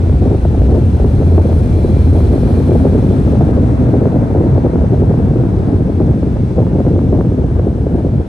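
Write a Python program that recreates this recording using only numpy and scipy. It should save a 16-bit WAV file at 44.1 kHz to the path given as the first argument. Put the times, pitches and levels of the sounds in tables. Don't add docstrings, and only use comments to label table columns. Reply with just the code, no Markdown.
import sys
import numpy as np
from scipy import signal
from scipy.fft import rfft, irfft, next_fast_len
from scipy.io import wavfile
from scipy.ndimage import uniform_filter1d, minimum_filter1d, map_coordinates

SR = 44100
rng = np.random.default_rng(int(sys.argv[2]) if len(sys.argv) > 2 else 0)


def master_out(mix):
    frames = np.transpose(np.atleast_2d(mix))
    ceiling = np.clip(frames, -1, 1)
    pcm = np.round(ceiling * 32767).astype(np.int16)
    wavfile.write(sys.argv[1], SR, pcm)


N = 365140

# (time [s], relative peak [dB], crest pitch [Hz], relative snap level [dB])
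SLAP_EVENTS = [(0.098, -12.5, 520, -29), (0.223, -13, 505, -40.5), (0.26, -5.5, 435, -48),
               (0.279, -11.5, 417, -50), (0.313, -8.5, 415, -36), (0.349, -9.5, 428, -33),
               (0.452, -8.5, 715, -25), (0.547, -8.5, 405, -40.0), (0.62, -9.5, 533, -35),
               (0.694, -11.5, 452, -41.5), (0.723, -11, 517, -39), (0.727, -9, 416, -40),
               (0.783, -8, 432.2, -40.5), (1.001, -11, 484, -31.5), (1.05, -3.5, 377, -23.5),
               (1.3825, -7, 622, -18), (1.387, -3.5, 525, -26.5), (1.409, -13, 400, -37),
               (1.456, -8.5, 423, -43.5), (1.531, -27, 495, -27.5), (1.791, -10.5, 465, -41),
               (1.848, -3, 392, -34), (2.207, -15.5, 462, -25), (2.338, -6.5, 427, -33.5),
               (2.359, -6.5, 379, -40.0), (2.38, -11, 593, -30.5), (2.492, -6.5, 427, -41),
               (2.542, -11, 433, -33.5), (2.575, -7.5, 455, -38), (2.604, -7.5, 456, -35),
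               (2.695, -5.5, 424, -40.5), (2.72, -6, 454, -24), (2.75, -10, 498, -30.5),
               (2.757, -4, 468, -31), (2.801, -11, 418, -31.5), (2.854, -3, 450, -34),
               (2.868, -6.5, 520, -27.5), (2.933, -10, 512, -34), (2.95, -4.5, 406.6, -45),
               (3.112, -9.5, 507, -33), (3.335, -6.5, 471, -45), (3.412, -9.5, 721, -23.5),
               (3.492, -5, 467, -38), (3.577, -8, 482, -28), (3.631, -9, 403, -38), (3.78, -14.5, 510, -29),
               (3.942, -3.5, 499, -38), (3.955, -7, 507, -36), (4.02, -1.5, 450, -30.5),
               (4.058, -8.5, 506, -20.5), (4.073, -3, 418, -29.5), (4.144, -11, 452, -32),
               (4.16, -6.5, 501, -33), (4.216, -19.5, 481, -34.5), (4.351, -3.5, 530, -37.5),
               (4.388, -13.5, 600, -23.5), (4.413, -5, 521, -30.5), (4.566, -13.5, 490, -28.5),
               (4.581, -8, 532, -27), (4.65, -10, 496, -34), (4.669, -4.5, 421, -29),
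               (4.697, -12, 448, -36), (4.735, -7.5, 424, -42), (4.759, -6, 439, -24),
               (4.846, -9, 452, -43), (4.936, -8.5, 531, -35), (5.027, -8.5, 399, -33.5),
               (5.098, -8.5, 415, -38), (5.113, -7.5, 393, -38.5), (5.143, -12.5, 513, -28),
               (5.203, -8, 473, -32), (5.401, -10.5, 416, -36), (5.438, -12.5, 465, -28),
               (5.521, -10.5, 407, -43), (5.808, -9.5, 439, -38), (6.004, -5, 415, -25.5),
               (6.178, -13.5, 406, -37.5), (6.232, -7.5, 407, -30.5), (6.371, -11.5, 415, -29.5),
               (6.583, -3, 370, -40.0), (6.604, -6.5, 503, -30.5), (6.62, -9.5, 465, -34.5),
               (6.669, -11.5, 458, -27), (6.752, -8.5, 398, -42), (6.785, -6.5, 449, -37),
               (6.8049, -9, 493, -25.5), (6.851, -14.5, 485, -31.5), (6.867, -9.5, 445, -30.5),
               (6.872, -6, 520, -26.5), (6.907, -9.5, 400, -41), (6.964, -5, 507, -29),
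               (6.985, -8, 419, -38.5), (6.993, -16, 450, -25.5), (7.13, -2, 448, -26.5),
               (7.146, -6, 388, -38.5), (7.176, -11.5, 484, -32), (7.2117, -9.5, 610, -19.5),
               (7.251, -17, 432, -32.5), (7.322, -8.5, 493, -34.5), (7.389, -10.5, 479, -39),
               (7.424, -9, 395, -41), (7.597, -10.5, 552, -26), (7.67, -3.5, 384, -36.5),
               (7.869, -5, 411, -31), (7.953, -2.5, 399, -39.5), (8.048, -9.5, 485, -40)]
# (time [s], relative eddy level [dB])
ROUGHNESS = [(0, -27), (.2, -26.5), (.28, -21.5), (.5, -25.5), (.75, -18), (.9, -26.5), (1.05, -18.5),
             (1.35, -21), (1.68, -23.5), (1.83, -17), (1.97, -25), (2.2, -17), (2.8, -23), (3.1, -21),
             (4.05, -19), (4.7, -21), (5.5, -22.5), (6.45, -24.5), (6.9, -24.5), (7.06, -26), (7.25, -21.5),
             (7.78, -25.5), (8.05, -22.5), (8.28, -23.5)]


def amp(db):
    return 10 ** (np.asarray(db) / 20)


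def unit(x):
    return x / np.sqrt(np.mean(x ** 2) + 1e-20)


def clock():
    return np.arange(N) / SR


def along(points, hz):
    point_hz, values = np.transpose(points)
    return np.interp(np.log(hz + 1), np.log(point_hz + 1), values)


def curves(rows):
    s, *columns = np.transpose(rows)
    return [np.interp(clock(), s, column) for column in columns]


def wobble(knots_per_s):
    knots = rng.standard_normal(int(N * knots_per_s / SR) + 4)
    return map_coordinates(knots, [np.arange(N) * knots_per_s / SR])


def passing(nearest_s, approach_s, leave_s, gain_db):
    lag_s = clock() - nearest_s
    width_s = np.where(lag_s < 0, approach_s, leave_s)
    return gain_db * np.exp(-(lag_s / width_s) ** 2)


def filtered(x, response):
    size = next_fast_len(N + SR // 2)
    hz = np.fft.rfftfreq(size, 1 / SR)
    return irfft(rfft(x, size) * response(hz), size)[..., :N]


def resonance(hz, centre_hz, width_hz):
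    return 1j * hz * width_hz / (centre_hz ** 2 - hz ** 2 + 1j * hz * width_hz)


def noise(apart_db):
    mid, side = rng.standard_normal((2, N))
    side = amp(apart_db) * side
    return np.array([mid + side, mid - side])


def rush(spectrum, apart_db):
    return unit(filtered(noise(apart_db), lambda hz: amp(along(spectrum, hz))))


def blown(modes, apart_db):
    def response(hz):
        return sum(amp(db) * abs(resonance(hz, c, w)) ** 2 for c, w, db in modes)
    return unit(filtered(noise(apart_db), response))


def ducted(x):
    # (centre [Hz], width [Hz], gain at centre [dB])
    ducts = [(238, 33, 9), (684, 130, 2.5), (1500, 430, -1.5), (2370, 90, -1), (3000, 150, -2.5),
             (3500, 220, 2.2), (4200, 440, -4), (5650, 250, 0), (6260, 390, 4.5)]

    def response(hz):
        return amp(sum(db * abs(resonance(hz, c, w)) ** 2 for c, w, db in ducts))
    return filtered(x, response)


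def bay_roar():
    # (nearest [s], approach [s], leave [s], gain when nearest [dB])
    blower_pass = (3.72, 1.9, 2.86, 5.3)
    # (time [s], relative level [dB])
    hiss_level = [(0, -47), (1.1, -46.5), (2.3, -45.5), (3.3, -46), (4.15, -49.5), (6.2, -49.5), (7, -49.5),
                  (7.6, -52), (8.28, -52)]
    # (frequency [Hz], relative level [dB])
    roar_spectrum = [(40, -18.5), (100, 16.5), (250, 8), (400, 6.5), (650, 8.5), (850, 5), (1100, -2),
                     (1500, -3), (2000, -12), (3000, -25), (6000, -51.5)]
    hiss_spectrum = [(600, -28.5), (1500, 1), (2400, 2), (3500, -1.5), (4700, -5), (6000, -9), (7200, -13),
                     (8600, -9.5), (10000, -30), (12500, -35.5)]
    start_db, fall_db_per_s = -31, 0.44
    roar_db = start_db - fall_db_per_s * clock() + passing(*blower_pass)
    unrest_db = .4 * wobble(3.5) + .9 * wobble(45)
    roar = amp(roar_db + unrest_db) * rush(roar_spectrum, apart_db=0)
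    hiss_db, = curves(hiss_level)
    hiss = amp(hiss_db + 0.37 * wobble(7.6)) * rush(hiss_spectrum, apart_db=-2.5)
    return ducted(roar + hiss)


def walls(x):
    depth_db, knot_spacing_hz, knots_per_s = 2.5, 44.97, 1.2
    hz, t, bins = signal.stft(x, SR, nperseg=2048)
    knots = rng.standard_normal((2, 900, 40))
    place = np.meshgrid(hz / knot_spacing_hz, t * knots_per_s, indexing="ij")
    ripple = np.array([map_coordinates(k, place, order=1, mode="mirror") for k in knots])
    ripple_db = depth_db * np.minimum(hz / 2000, 1)[:, None] * ripple
    return signal.istft(bins * amp(ripple_db), SR)[1][:, :N]


def fan_drone():
    # (nearest [s], approach [s], leave [s], gain when nearest [dB])
    drone_pass = (3.18, 1.56, 1.3, 18)
    far_db = -36.5
    level_db = far_db + passing(*drone_pass) + 1.2 * wobble(9)
    return amp(level_db) * blown([(248, 66, 0)], apart_db=-19.5)


def wandering(x, share):
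    place = np.cumsum(1 + share * wobble(2.5))
    return np.array([map_coordinates(channel, [place], mode="mirror") for channel in x])


def nozzles():
    # (nearest [s], approach [s], leave [s], gain when nearest [dB])
    nozzle_pass = (2.4, 1.44, 1.1, 8.1)
    # (frequency [Hz], relative level [dB])
    sizzle_spectrum = [(4000, -39), (7200, -15.5), (8600, 1.5), (10000, 8), (11000, 0.5), (11700, -2.5),
                       (12400, -12.5)]
    # (centre [Hz], width [Hz], relative level [dB])
    nozzle_modes = [(2373, 105, 6), (4016, 260, 1.5), (4330, 230, -1.5), (5300, 180, -4.5),
                    (7550, 220, -9.5), (8750, 500, -11), (11030, 140, -1)]
    whistle_modes = [(8238, 25, -4), (8435, 38, -4), (8700, 24, 1.5), (9000, 27, -1.5), (8980, 27, -3),
                     (9200, 27, -1), (9560, 20, -7)]
    start_db, fall_db_per_s = -59, 0.7
    jet_db = start_db - fall_db_per_s * clock() + passing(*nozzle_pass)
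    sizzle = amp(jet_db + .5 * wobble(12)) * rush(sizzle_spectrum, apart_db=-29.5)
    modes = wandering(blown(nozzle_modes, apart_db=-11), share=.007)
    ring = amp(jet_db + 1.7 + 0.87 * wobble(7.2)) * modes
    whistle = amp(-68.5) * blown(whistle_modes, apart_db=-8)
    return sizzle + ring + whistle


def drops():
    # (time [s], level at onset [dB])
    drop_events = [(0.221, -46), (6.068, -45)]
    # (frequency [Hz], relative level [dB])
    tick_spectrum = [(1500, -31), (3500, 0), (6000, -3), (9000, -14.5), (12000, -24)]
    decay_60db_s = 0.017
    t = clock()
    fading = sum((t > s) * amp(db - 60 * np.abs(t - s) / decay_60db_s) for s, db in drop_events)
    return fading * rush(tick_spectrum, apart_db=-7)


def throb():
    # (time [s], pitch [Hz], relative level [dB])
    lock_in = [(0, 85.9, -13), (.22, 85.4, -13.5), (.35, 86.1, -23), (.55, 85.4, -18), (.7, 87.4, -8.5),
               (.88, 85.8, -13), (1.1, 84.5, -17.5), (1.33, 84.7, -10), (1.6, 83, -16), (1.9, 85, -13.5),
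               (2.2, 81.4, -11.5), (2.33, 84, -27.5), (2.65, 87.05, -19), (2.92, 91, -15),
               (3.05, 89, -27.5), (4.5, 89.3, -50.5)]
    hz, db = curves(lock_in)
    phase = 2 * np.pi * np.cumsum(hz + .5 * wobble(10)) / SR
    return amp(db + 0.45 * wobble(6.5)) * unit(np.sin(phase))


def stray_slaps(count):
    when, size, tone = rng.random((count, 3)).T
    s = when * N / SR
    db = np.interp(s, *np.transpose(ROUGHNESS)) + 9 - 1.5 * size
    hz = 429.8 * 2 ** (.5 * (tone - .5))
    return list(zip(s, db, hz, db - 24))


def slaps():
    # (frequency [Hz], relative level [dB])
    edge_spectrum = [(350, -10), (700, 9), (1100, 4.5), (1600, -6.5), (2600, -24), (5000, -65),
                     (10000, -110)]
    rise_s, fall_s = 0.002, 0.0037
    sag_octaves, sag_s = 0.581, 0.0035
    thump_hz, thump_db, thump_half_s, thump_lag_s = 254, -3, 0.0025, 0.0021
    snap_lead_s = .0014
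    t = np.arange(-SR // 100, SR // 50) / SR
    swell = np.exp(-(t / np.where(t < 0, rise_s, fall_s)) ** 2)
    late = t - thump_lag_s
    thump_swell = amp(thump_db) * np.exp(-(late / thump_half_s) ** 2)
    puffs, snaps = np.zeros((2, N + SR))
    rows = SLAP_EVENTS + stray_slaps(count=110)
    for (s, db, pitch_hz, edge_db), phase in zip(rows, rng.random(len(rows))):
        hz = pitch_hz * 2 ** (-sag_octaves * np.tanh(t / sag_s))
        turns = phase + np.cumsum(hz) / SR
        thump_turns = np.interp(thump_lag_s, t, turns) + thump_hz * late
        swing = swell * np.sin(2 * np.pi * turns)
        thump = thump_swell * np.sin(2 * np.pi * thump_turns)
        start = max(round((s + t[0]) * SR), 0)
        puffs[start:start + len(t)] += amp(db - 3) * (swing + thump)
        snaps[max(round((s - snap_lead_s) * SR), 0)] += amp(edge_db + 7.5)

    def edge(hz):
        gain = amp(along(edge_spectrum, hz))
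        return gain / gain.mean()
    return puffs[:N] + filtered(snaps[:N], edge)


def flutter_level():
    flurry_db, flurry_half_s, flurry_lag_s = -11.5, 0.0095, 0.0025
    rough_db, = curves(ROUGHNESS)
    gusty = amp(rough_db - 2.5 + 0.83 * wobble(24))
    t = clock()[::64]
    power = sum(amp(db) ** 2 * np.exp(-((t - s - flurry_lag_s) / flurry_half_s) ** 2)
                for s, db, _, _ in SLAP_EVENTS)
    flurry = amp(flurry_db) * np.interp(clock(), t, np.sqrt(power))
    return np.hypot(gusty, flurry)


def lulls():
    # (time [s], level change [dB])
    lull_events = [(0.416, -8), (0.986, -9.5), (1.429, -6.5), (2.268, -5), (2.668, -4), (3.522, 0.5),
                   (3.776, -15), (4.628, -6), (4.716, -10), (4.896, -7), (6.357, -4), (6.831, -13.5),
                   (7.361, -11), (7.477, -2), (7.908, -2)]
    half_s = 0.012
    return amp(sum(db * np.exp(-((clock() - s) / half_s) ** 2) for s, db in lull_events))


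def air_stream():
    # (time [s], relative cabin boom level [dB], relative buffeting level [dB])
    stream = [(0, -17, -18.5), (.15, -13, -17), (1.2, -15, -16), (2.3, -14, -16), (2.55, -16, -15.3),
              (3.5, -18, -14), (4.0, -19, -14), (4.8, -20, -14.8), (5.25, -17, -14.5), (6.5, -19.5, -16),
              (7.2, -22, -13.5), (7.45, -16, -16), (7.8, -20.5, -18.5), (8.2, -18, -16.5),
              (8.24, -24.5, -30.5)]
    # (centre [Hz], width [Hz], relative level [dB])
    cabin_modes = [(49, 26, -3.5), (64.8, 20, 3.5), (91, 26, 1)]
    # (frequency [Hz], relative level [dB])
    buffet_spectrum = [(15, -38.5), (30, -24), (48, -17), (75, -2.5), (125, 0.5), (190, -5), (255, -6.5),
                       (340, -15), (480, -20), (800, -53.5), (1500, -100)]
    flutter_spectrum = [(100, -29.5), (220, -4), (340, 2), (480, -3.5), (640, -10), (900, -20),
                        (1500, -64.5), (3000, -91)]
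    tearing_spectrum = [(200, -29.5), (450, -1.5), (650, 0.5), (900, -9.5), (1300, -16), (2200, -30),
                        (5000, -65)]
    boom_db, buffet_db = curves(stream)
    eddies = flutter_level()
    speed = unit(np.tanh(0.74 * (0.66 * wobble(35) + 0.75 * wobble(130))))

    def swept(db_per_speed, spectrum, apart_db):
        return unit(amp(db_per_speed * speed) * rush(spectrum, apart_db))
    boom = amp(boom_db + 1.5) * blown(cabin_modes, apart_db=-20)
    buffet = amp(buffet_db + 3) * swept(1.48, buffet_spectrum, apart_db=-20)
    flutter = eddies * amp(0.74) * swept(4.2, flutter_spectrum, apart_db=-17)
    tearing = eddies * amp(-18) * swept(6.1, tearing_spectrum, apart_db=-9)
    return boom + lulls() * (buffet + flutter + tearing)


def scene():
    # (frequency [Hz], phase by which left leads [rad])
    port_lead = [(40, .05), (120, .2), (250, .36), (2000, .4), (7500, .6), (8600, -.3), (9400, -1.6),
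                 (11800, -6.2)]
    # (frequency [Hz], left minus right [dB])
    port_tilt = [(100, 0.5), (250, 0.3), (600, 1.5), (1200, 2.5), (2200, 0.5), (4200, 1.5), (8000, 0)]
    sides = np.array([[1], [-1]])
    near = fan_drone() + nozzles() + drops() + throb() + slaps() + air_stream()
    near = filtered(near, lambda hz: np.exp(.5j * sides * along(port_lead, hz)))
    both = walls(bay_roar()) + near
    return filtered(both, lambda hz: amp(.5 * sides * along(port_tilt, hz)))


def limited(x, ceiling, hold_s):
    size = max(int(hold_s * SR), 1)
    needed = np.minimum(1, ceiling / (np.abs(x).max(axis=0) + 1e-9))
    gain = minimum_filter1d(needed, 2 * size)
    smooth = uniform_filter1d(uniform_filter1d(gain, size), size)
    return x * smooth


def record(dry):
    top_hz = 12350
    held = limited(dry, ceiling=.9, hold_s=.003)
    return filtered(held, lambda hz: hz < top_hz)


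dry = scene()
out = record(dry)
master_out(out)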